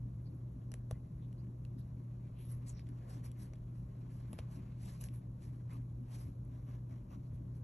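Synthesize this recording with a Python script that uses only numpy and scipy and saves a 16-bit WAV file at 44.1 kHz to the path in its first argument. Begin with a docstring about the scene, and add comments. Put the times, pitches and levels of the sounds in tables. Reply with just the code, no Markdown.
"""Hands stitch a satin bow onto a crocheted bear, close to a small stereo recorder in a quiet room.
The needle ticks through taut ribbon; thread, satin and yarn rasp, hiss and rustle as their fibres slip.
Hand and bear knock on the table. Behind it all a slow fan hums, its blades throbbing softly
over the low rumble of the room."""
import sys
import numpy as np
from scipy import signal
from scipy.fft import rfft, irfft
from scipy.io import wavfile
from scipy.ndimage import map_coordinates

SR = 44100
rng = np.random.default_rng(int(sys.argv[2]) if len(sys.argv) > 2 else 0)


def to_wav(s):
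    """Save 16-bit WAV."""
    ch = np.atleast_2d(s).T  # columns
    pcm = np.round(np.clip(ch, -1, 1) * 32767)  # PCM
    wavfile.write(sys.argv[1], SR, pcm.astype(np.int16))


N = 336776
TIME_S, FREQ_HZ = np.arange(N) / SR, np.fft.rfftfreq(N, 1 / SR)


def amp(db):
    """Decibels to gain."""
    return 10 ** (np.asarray(db) / 20)


def unit_rms(x):
    """Scale to rms 1."""
    return x / np.sqrt(np.mean(x ** 2) + 1e-30)


def log_curve(points):
    """Interpolate (f, value) points over all bins on a log-frequency axis."""
    hz, value = np.transpose(points)
    return np.interp(np.log(FREQ_HZ + 1), np.log(hz + 1), value)


def colour(x, spectrum):
    """Filter by a spectrum, with steep skirts beyond its ends."""
    low_cut = np.minimum(FREQ_HZ / spectrum[0][0], 1) ** 3
    high_cut = np.minimum(spectrum[-1][0] / (FREQ_HZ + 1), 1) ** 4
    return irfft(rfft(x) * amp(log_curve(spectrum)) * low_cut * high_cut, N)


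def drift(rate_hz):
    """Slow random wander, rms 1."""
    return unit_rms(irfft(rfft(rng.standard_normal(N)) * np.exp(-(FREQ_HZ / rate_hz) ** 2), N))


def add(mix, start_s, sound):
    """Mix a sound in at start_s."""
    part = mix[:, max(round(start_s * SR), 0):][:, :sound.shape[-1]]
    part += sound[..., :part.shape[1]]


def fibre_slips(per_s, spread_db):
    """Tiny slips of fibre on fibre: random impulses of uneven size."""
    size = amp(spread_db * np.minimum(rng.exponential(1, N), 4))
    slipping = rng.random(N) < per_s / SR
    return unit_rms(size * slipping * rng.standard_normal((2, N)))


def early_echoes(x):
    """Nearby walls and furniture return nine faint echoes."""
    delays_s = rng.uniform(0.0036, 0.03, size=9)
    echoes = sum(rng.choice([-1, 1]) * np.pad(x, ((0, 0), (int(s * SR), 0)))[:, :N] for s in delays_s)
    return x + amp(-21) * echoes


# Room spectra: f/Hz, relative density/dB
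RUMBLE_SPECTRUM = [(20, -26.5), (29, -10.5), (40, -1.5), (57, 3), (75, -1), (105, -2), (138, -2),
                   (190, -3.5), (220, -11.5), (280, -21), (420, -29)]
AIR_SPECTRUM = [(300, -2), (410, -6), (455, -16.5), (500, -7), (540, -11.5), (590, -8), (740, -17),
                (1080, -16.5), (1500, -28), (2200, -49), (4000, -38), (8500, -39.5), (11200, -36),
                (13000, -49)]

def room(rumble_db=-51.5, air_db=-66.5):
    """Low rumble, plus moving air in the room's resonances and hiss."""
    rumble, air = rng.standard_normal((2, 2, N))
    return (amp(rumble_db) * unit_rms(colour(rumble, RUMBLE_SPECTRUM))
            + amp(air_db) * unit_rms(colour(air, AIR_SPECTRUM)))


# Motor tones: f/Hz, rms level/dB, unsteady share of the tone
MOTOR_TONES = [(56.25, -63, 0.94), (115.5, -63.5, 1), (120.25, -47, 0.3), (154.8, -60.5, 0.8),
               (241.8, -70.5, 0.66)]

def fan_hum():
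    """Mains and motor tones, each wavering in level and phase."""
    out = np.zeros(N)
    for hz, db, unsteady in MOTOR_TONES:
        waver = 1 + unsteady * (drift(rate_hz=6.5) + 1j * drift(rate_hz=2.2)) / np.sqrt(2)
        tone = np.exp(2j * np.pi * (hz * TIME_S + rng.random()))
        out += amp(db) * unit_rms((waver * tone).real)
    return out


# Blade turbulence: f/Hz, relative density/dB
WHOOSH_SPECTRUM = [(165, -0.5), (195, 5.5), (215, -6.5), (238, -3), (270, 1.5), (293, -8.5), (312, -7.5),
                   (355, -11), (420, -28.5)]
# Throbs at two rates and their sum: f/Hz, first crest t/s, relative depth
BLADE_THROBS = [ (3.52, .053, 2.4), (4.215, .077, 2.2), (7.735, .069, 1.4), ]

def fan_blades(level_db=-61, depth_scale_db=1.41):
    """Low turbulence swells and sinks as the throbs move in and out of step."""
    throb = sum(depth * np.cos(2 * np.pi * hz * (TIME_S - crest_s))
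                for hz, crest_s, depth in BLADE_THROBS)
    whoosh = unit_rms(colour(rng.standard_normal((2, N)), WHOOSH_SPECTRUM))
    return amp(level_db + depth_scale_db * throb) * whoosh


# Table modes: f/Hz, relative level/dB, t60/s
TABLE_MODES = [(502, 0, 0.031), (623, 4, 0.024), (778, -10, 0.041), (1065, -3.5, 0.017)]
# Hand against things on the table: t/s, level/dB
HAND_KNOCKS = [(0.7183, -59), (0.742, -56.5), (0.9112, -41.5), (3.534, -58.5), (4.332, -50.5), (4.389, -45)]

def table_knocks(attack_s=0.00047):
    """The hand excites the table's cloth-damped modes."""
    out, t = np.zeros((2, N)), np.arange(8192) / SR
    ring = sum(amp(db - 60 * t / t60_s) * np.sin(2 * np.pi * hz * t) for hz, db, t60_s in TABLE_MODES)
    attack = 1 - np.exp(-t / attack_s)
    for start_s, db in HAND_KNOCKS:
        add(out, start_s, amp(db) * ring * attack)
    return out


# Bear against the table: t/s, level/dB
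BODY_BUMPS = [(.149, -41), (6.267, -33.5), (7.331, -33.5)]

def bear_bumps(body_hz=104.6, rise_s=0.0047, push_lag_s=0.0146, push_gain_db=7):
    """The stuffed body thuds softly on the table and gives way after each knock."""
    out, t = np.zeros((2, N)), np.arange(8192) / SR
    thud = t / rise_s * np.exp(1 - t / rise_s) * np.sin(2 * np.pi * body_hz * t)
    pushes = [(knock_s + push_lag_s, db + push_gain_db) for knock_s, db in HAND_KNOCKS]
    for start_s, db in list(BODY_BUMPS) + pushes:
        add(out, start_s, amp(db) * thud)
    return out


# Fine fibres and satin threads: f/Hz, relative density/dB
FIZZ_SPECTRUM = [(7500, -29), (9300, -3), (10300, 6), (11400, 5), (12200, -12), (13500, -23)]

def stray_fibres(level_db=-93):
    """Stray fibres crackle faintly even under resting fingers."""
    gain = amp(level_db + 2 * drift(rate_hz=8))
    return gain * unit_rms(colour(fibre_slips(per_s=680, spread_db=1.5), FIZZ_SPECTRUM))


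# Fingers on yarn: centre t/s, length/s, level/dB
YARN_BRUSHES = [(3.11, 0.25, -78.5), (4.07, 0.024, -90), (5.035, 0.063, -82), (5.5, 0.17, -78.5),
                (5.735, 0.067, -68), (6.18, 0.2, -75.5), (6.56, 0.081, -80)]
# Ribbon and thread in the fingers: centre t/s, length/s, relative level/dB, lightness/dB, bite/dB
RIBBON_SLIDES = [(1.796, 0.024, -84, 4.5, 2), (2.43, 0.083, -81, 6, -3), (2.523, 0.054, -76, 6.5, 5),
                 (2.69, 0.043, -74, -1, 2), (3.135, 0.076, -80.5, -1, 8), (3.256, 0.029, -72, 3.5, 2),
                 (3.421, 0.066, -77, 2.5, 2), (3.785, 0.067, -91, 3, 0), (4.165, 0.11, -86, 2, 5),
                 (4.35, 0.099, -94, 14, 1), (4.54, 0.063, -78.5, 2.5, 1), (4.874, 0.12, -74, .5, 1.5),
                 (5.04, 0.063, -73, 2, 6), (5.159, 0.044, -80.5, 7.5, 3), (5.452, 0.063, -83.5, 0.5, 11),
                 (5.738, 0.033, -95, 6, 8), (6.173, 0.11, -77, 1, 1.5), (7.255, 0.063, -94, 1, 0),
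                 (7.35, 0.029, -89, 2.5, 0), (7.563, 0.038, -88.5, 2, 0)]

def finger_strokes(skid_lag_s=0.0066, skid_s=0.024):
    """Strokes as (centre t/s, length/s, yarn/dB, drag/dB, fizz/dB, bite/dB); bite is start over end."""
    # A finger skids over the yarn after each knock.
    skids = [(knock_s + skid_lag_s, skid_s, db - 28) for knock_s, db in HAND_KNOCKS]
    brushes = [(centre_s, length_s, db, db - 18, db - 14, 0)
               for centre_s, length_s, db in list(YARN_BRUSHES) + skids]
    # A light touch fizzes, a firm one drags.
    slides = [(centre_s, length_s, db - 0.5, db - light_db, db + light_db, bite_db)
              for centre_s, length_s, db, light_db, bite_db in RIBBON_SLIDES]
    return brushes + slides


# Friction spectra: f/Hz, relative density/dB
YARN_SPECTRUM = [(500, 2), (800, -2), (1100, 0.5), (1500, -8), (2100, -8), (2800, -12), (3600, -17.5),
                 (4800, -17), (6000, -22.5), (7500, -20)]
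RIBBON_DRAG_SPECTRUM = [(2500, -8), (4500, -3), (5900, -1), (7000, -7.5), (8200, 4), (9500, -15),
                        (11000, -18)]
# Palms shifting on yarn: t/s, relative level/dB
PALM_ENVELOPE = [(0.0, -84.5), (1.78, -83.5), (2.43, -80), (3.3, -78), (3.7, -82.5), (4.36, -75),
                 (4.97, -76.5), (5.19, -85.5), (6.52, -86), (7.6, -84.5)]

def rubbing(half_window=8192):
    """Coarse yarn, dragged ribbon and fine satin threads catch and let go under one grip."""
    grip = amp(1.4 * drift(rate_hz=40))
    yarn = grip * unit_rms(colour(fibre_slips(per_s=6000, spread_db=-1.5), YARN_SPECTRUM))
    drag = grip * unit_rms(colour(fibre_slips(per_s=12000, spread_db=2), RIBBON_DRAG_SPECTRUM))
    fizz = grip * unit_rms(colour(fibre_slips(per_s=5300, spread_db=2.5), FIZZ_SPECTRUM))
    out = yarn * amp(3.5 + np.interp(TIME_S, *np.transpose(PALM_ENVELOPE)))
    for centre_s, length_s, yarn_db, drag_db, fizz_db, bite_db in finger_strokes():
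        centre = round(centre_s * SR)
        part = slice(centre - half_window, centre + half_window)
        along = 2 * (TIME_S[part] - centre_s) / length_s
        steepness = np.where(along < 0, 10, 5.6)  # abrupt start, gentler stop
        bite = amp(-bite_db * np.clip(along, -1, 1) / 2)
        speed = bite / np.sqrt(1 + np.abs(along) ** steepness)
        ribbon = amp(drag_db + 7) * drag[:, part] + amp(fizz_db + 3.5) * fizz[:, part]
        add(out, part.start / SR, speed * (amp(yarn_db) * yarn[:, part] + ribbon))
    return out


# Thread and yarn over the weave: centre t/s, length/s, f/Hz, width/Hz, level/dB, glide/octaves
SHORT_PULLS = [(0.272, 0.051, 4600, 855, -78.5, 0), (0.956, 0.0596, 1930, 700, -76.5, -0.404),
               (1.237, 0.081, 3270, 1500, -82, .3), (1.395, 0.047, 4580, 750, -77, 0.12),
               (1.799, 0.06, 4500, 1200, -79, -0.27), (2.413, .16, 2990, 1800, -76, .2),
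               (2.693, 0.033, 8140, 3130, -54, -0.23), (2.776, 0.096, 5400, 950, -75, -0.11),
               (2.788, 0.083, 3830, 2620, -73, 0.037), (3.041, .22, 1674, 550, -79.5, 0.39),
               (3.103, 0.268, 570, 300, -67, .2), (5.736, 0.087, 1090, 300, -63.5, 0.064)]

def thread_pulls():
    """Each pull is a run of slips around one pitch that glides with the pull's speed."""
    out, slips = np.zeros((2, N)), fibre_slips(per_s=8000, spread_db=4)
    for centre_s, length_s, hz, width_hz, db, octaves in SHORT_PULLS:
        start_s, n = max(centre_s - length_s / 2, 0), int(length_s * SR)
        along = np.arange(n) / n
        band = np.exp(-2 * ((np.fft.rfftfreq(n, 1 / SR) - hz) / width_hz) ** 2)
        rasp = irfft(rfft(slips[:, int(start_s * SR):][:, :n]) * band, n)
        shift_hz = hz * (2 ** (octaves * (along - 0.5)) - 1)
        gliding = (signal.hilbert(rasp) * np.exp(2j * np.pi * np.cumsum(shift_hz) / SR)).real
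        add(out, start_s, amp(db) * unit_rms(gliding) * np.sin(np.pi * along))
    return out


# Surges of the arm: t/s, level/dB
DRAW_ENVELOPE = [(6.4, -96), (6.56, -71.5), (6.62, -77), (6.68, -69), (6.75, -66), (6.84, -93), (6.91, -67),
                 (6.98, -73.5), (7.06, -98), (7.11, -66.5), (7.145, -62), (7.18, -88)]
# Drawn thread: f/Hz, relative density/dB
THREAD_SPECTRUM = [(520, 8.5), (800, 1.5), (1100, 5.5), (1550, -5.5), (2150, -5), (3100, -12.5),
                   (4600, -17.5), (5800, -12), (7000, -19.5), (11000, -17)]

def thread_draw():
    """The whole thread runs through the yarn: one unbroken rasp that swells and catches."""
    surge = amp(np.interp(TIME_S, *np.transpose(DRAW_ENVELOPE), left=-np.inf, right=-np.inf))
    catching = amp(1.2 * drift(rate_hz=45))
    rasp = unit_rms(colour(fibre_slips(per_s=3900, spread_db=-0.5), THREAD_SPECTRUM))
    return surge * catching * rasp


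# Needle ticks: t/s, relative level/dB, tilt/(dB/octave), decay/s
NEEDLE_TICKS = [(0.718, -37.5, -3.5, 0.00064), (0.7402, -36, -4, 0.001), (0.911, -37.5, -0.5, 0.0014),
                (1.3282, -58, -6, 0.0015), (1.651, -51.5, -8, 0.0011), (2.7945, -47, -8, 0.00041),
                (2.868, -59, -11, 0.0033), (2.889, -56.5, -5, 0.003), (3.3166, -50.5, 0.5, 0.00098),
                (3.5358, -44, -10.5, 0.00047), (3.555, -62, -7, 0.0048), (4.331, -42.5, -1.5, .0011),
                (4.388, -45, -7.5, 0.0063), (5.012, -48, 3.5, .0039), (5.0397, -37.5, -3, 0.00094),
                (5.087, -46, -10, 0.00044), (6.45, -69, 5.5, 0.0025)]
# Tick colour: f/Hz, gain/dB
TICK_SPECTRUM = [(1000, -12.5), (2100, -4), (3000, -2), (4000, -5), (5100, -4), (5900, 0), (6600, -8),
                 (7900, 4), (9300, 2.5), (10700, 8.5), (11400, -0.5), (12600, -26)]

def needle(lead_s=0.01, pivot_hz=5000):
    """The needle pierces taut ribbon or meets a fingernail: short catch, dry snap, faint room tail."""
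    out, t = np.zeros((2, N)), np.arange(8192) / SR - lead_s
    hz = np.fft.rfftfreq(len(t), 1 / SR)
    octaves = np.clip(np.log2((hz + 1) / pivot_hz), -1, 1)
    before_s, after_s = np.minimum(t, 0), np.maximum(t, 0)
    tail = amp(-27.5) * np.exp(before_s / 0.00098 - after_s / 0.017)
    for tick_s, db, tilt_db, decay_s in NEEDLE_TICKS:
        burst = amp(-3) * np.exp(before_s / 0.00016 - after_s / decay_s)
        tick = rng.standard_normal((2, len(t))) * (burst + tail)
        tick[:, round(lead_s * SR)] += amp(2.5) * np.array([1, rng.uniform(-1.4, 1)])  # clean snap
        add(out, tick_s - lead_s, irfft(rfft(tick) * amp(db + tilt_db * octaves)))
    return colour(out, TICK_SPECTRUM)


def shifting_contact(x, depth_db, span_hz, span_s):
    """Changing contact makes random spectral peaks and dips come and go."""
    hz, t, spectra = signal.stft(x, SR)
    grid = np.meshgrid(hz / span_hz, t / span_s, indexing="ij")
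    ripple = map_coordinates(rng.standard_normal(spectra.shape[1:]), grid, order=1, mode="wrap")
    gain = unit_rms(amp(depth_db * np.clip(ripple, -2, 2)))
    return signal.istft(spectra * gain, SR)[1][:, :N]


# Phase between ports: f/Hz, left lead/rad
MIC_PHASE = [(400, 0), (850, -3), (1200, -3.2), (1600, -.1), (4000, .8), (4900, 3.1), (5700, 6.2),
             (6200, 6.35), (8500, 9.35), (9400, 9.5), (12000, 12.57)]
# Likeness of ports: f/Hz, coherence
MIC_COHERENCE = [(220, 1), (350, .7), (600, .25), (1100, .25), (1700, .88), (4300, .68), (5900, .97),
                 (7500, .85), (9000, .999), (10500, .91)]

def microphone_ports(pair):
    """Two uncorrelated channels become the partly coherent pickup of two close ports."""
    left, other = rfft(pair)
    coherence = np.clip(log_curve(MIC_COHERENCE), -1, 1)
    lag = np.exp(-1j * np.interp(FREQ_HZ, *np.transpose(MIC_PHASE)))
    right = lag * (coherence * left + np.sqrt(1 - coherence ** 2) * other)
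    return irfft(np.array([left, right]), N)


def scene():
    """Hands close by, fan and room behind."""
    friction = rubbing() + stray_fibres() + thread_pulls() + thread_draw()
    hands = shifting_contact(early_echoes(friction) + needle(), depth_db=2.6, span_hz=400, span_s=0.03)
    return microphone_ports(room() + fan_blades() + hands) + fan_hum() + table_knocks() + bear_bumps()


# Port balance: f/Hz, left minus right/dB
MIC_BALANCE = [(150, 0.32), (350, 4.5), (700, 2.5), (1200, 2), (2200, 0)]

def record(dry):
    """The left port favours the low mids; a low-pass limits the band."""
    lean_db = log_curve(MIC_BALANCE) / 2
    heard = irfft(rfft(dry) * amp([lean_db, -lean_db]), N)
    low_pass = signal.firwin(255, cutoff=13100, window=("kaiser", 8), fs=SR)
    return signal.oaconvolve(heard, low_pass[None], "same")


dry = scene()
out = record(dry)
to_wav(out)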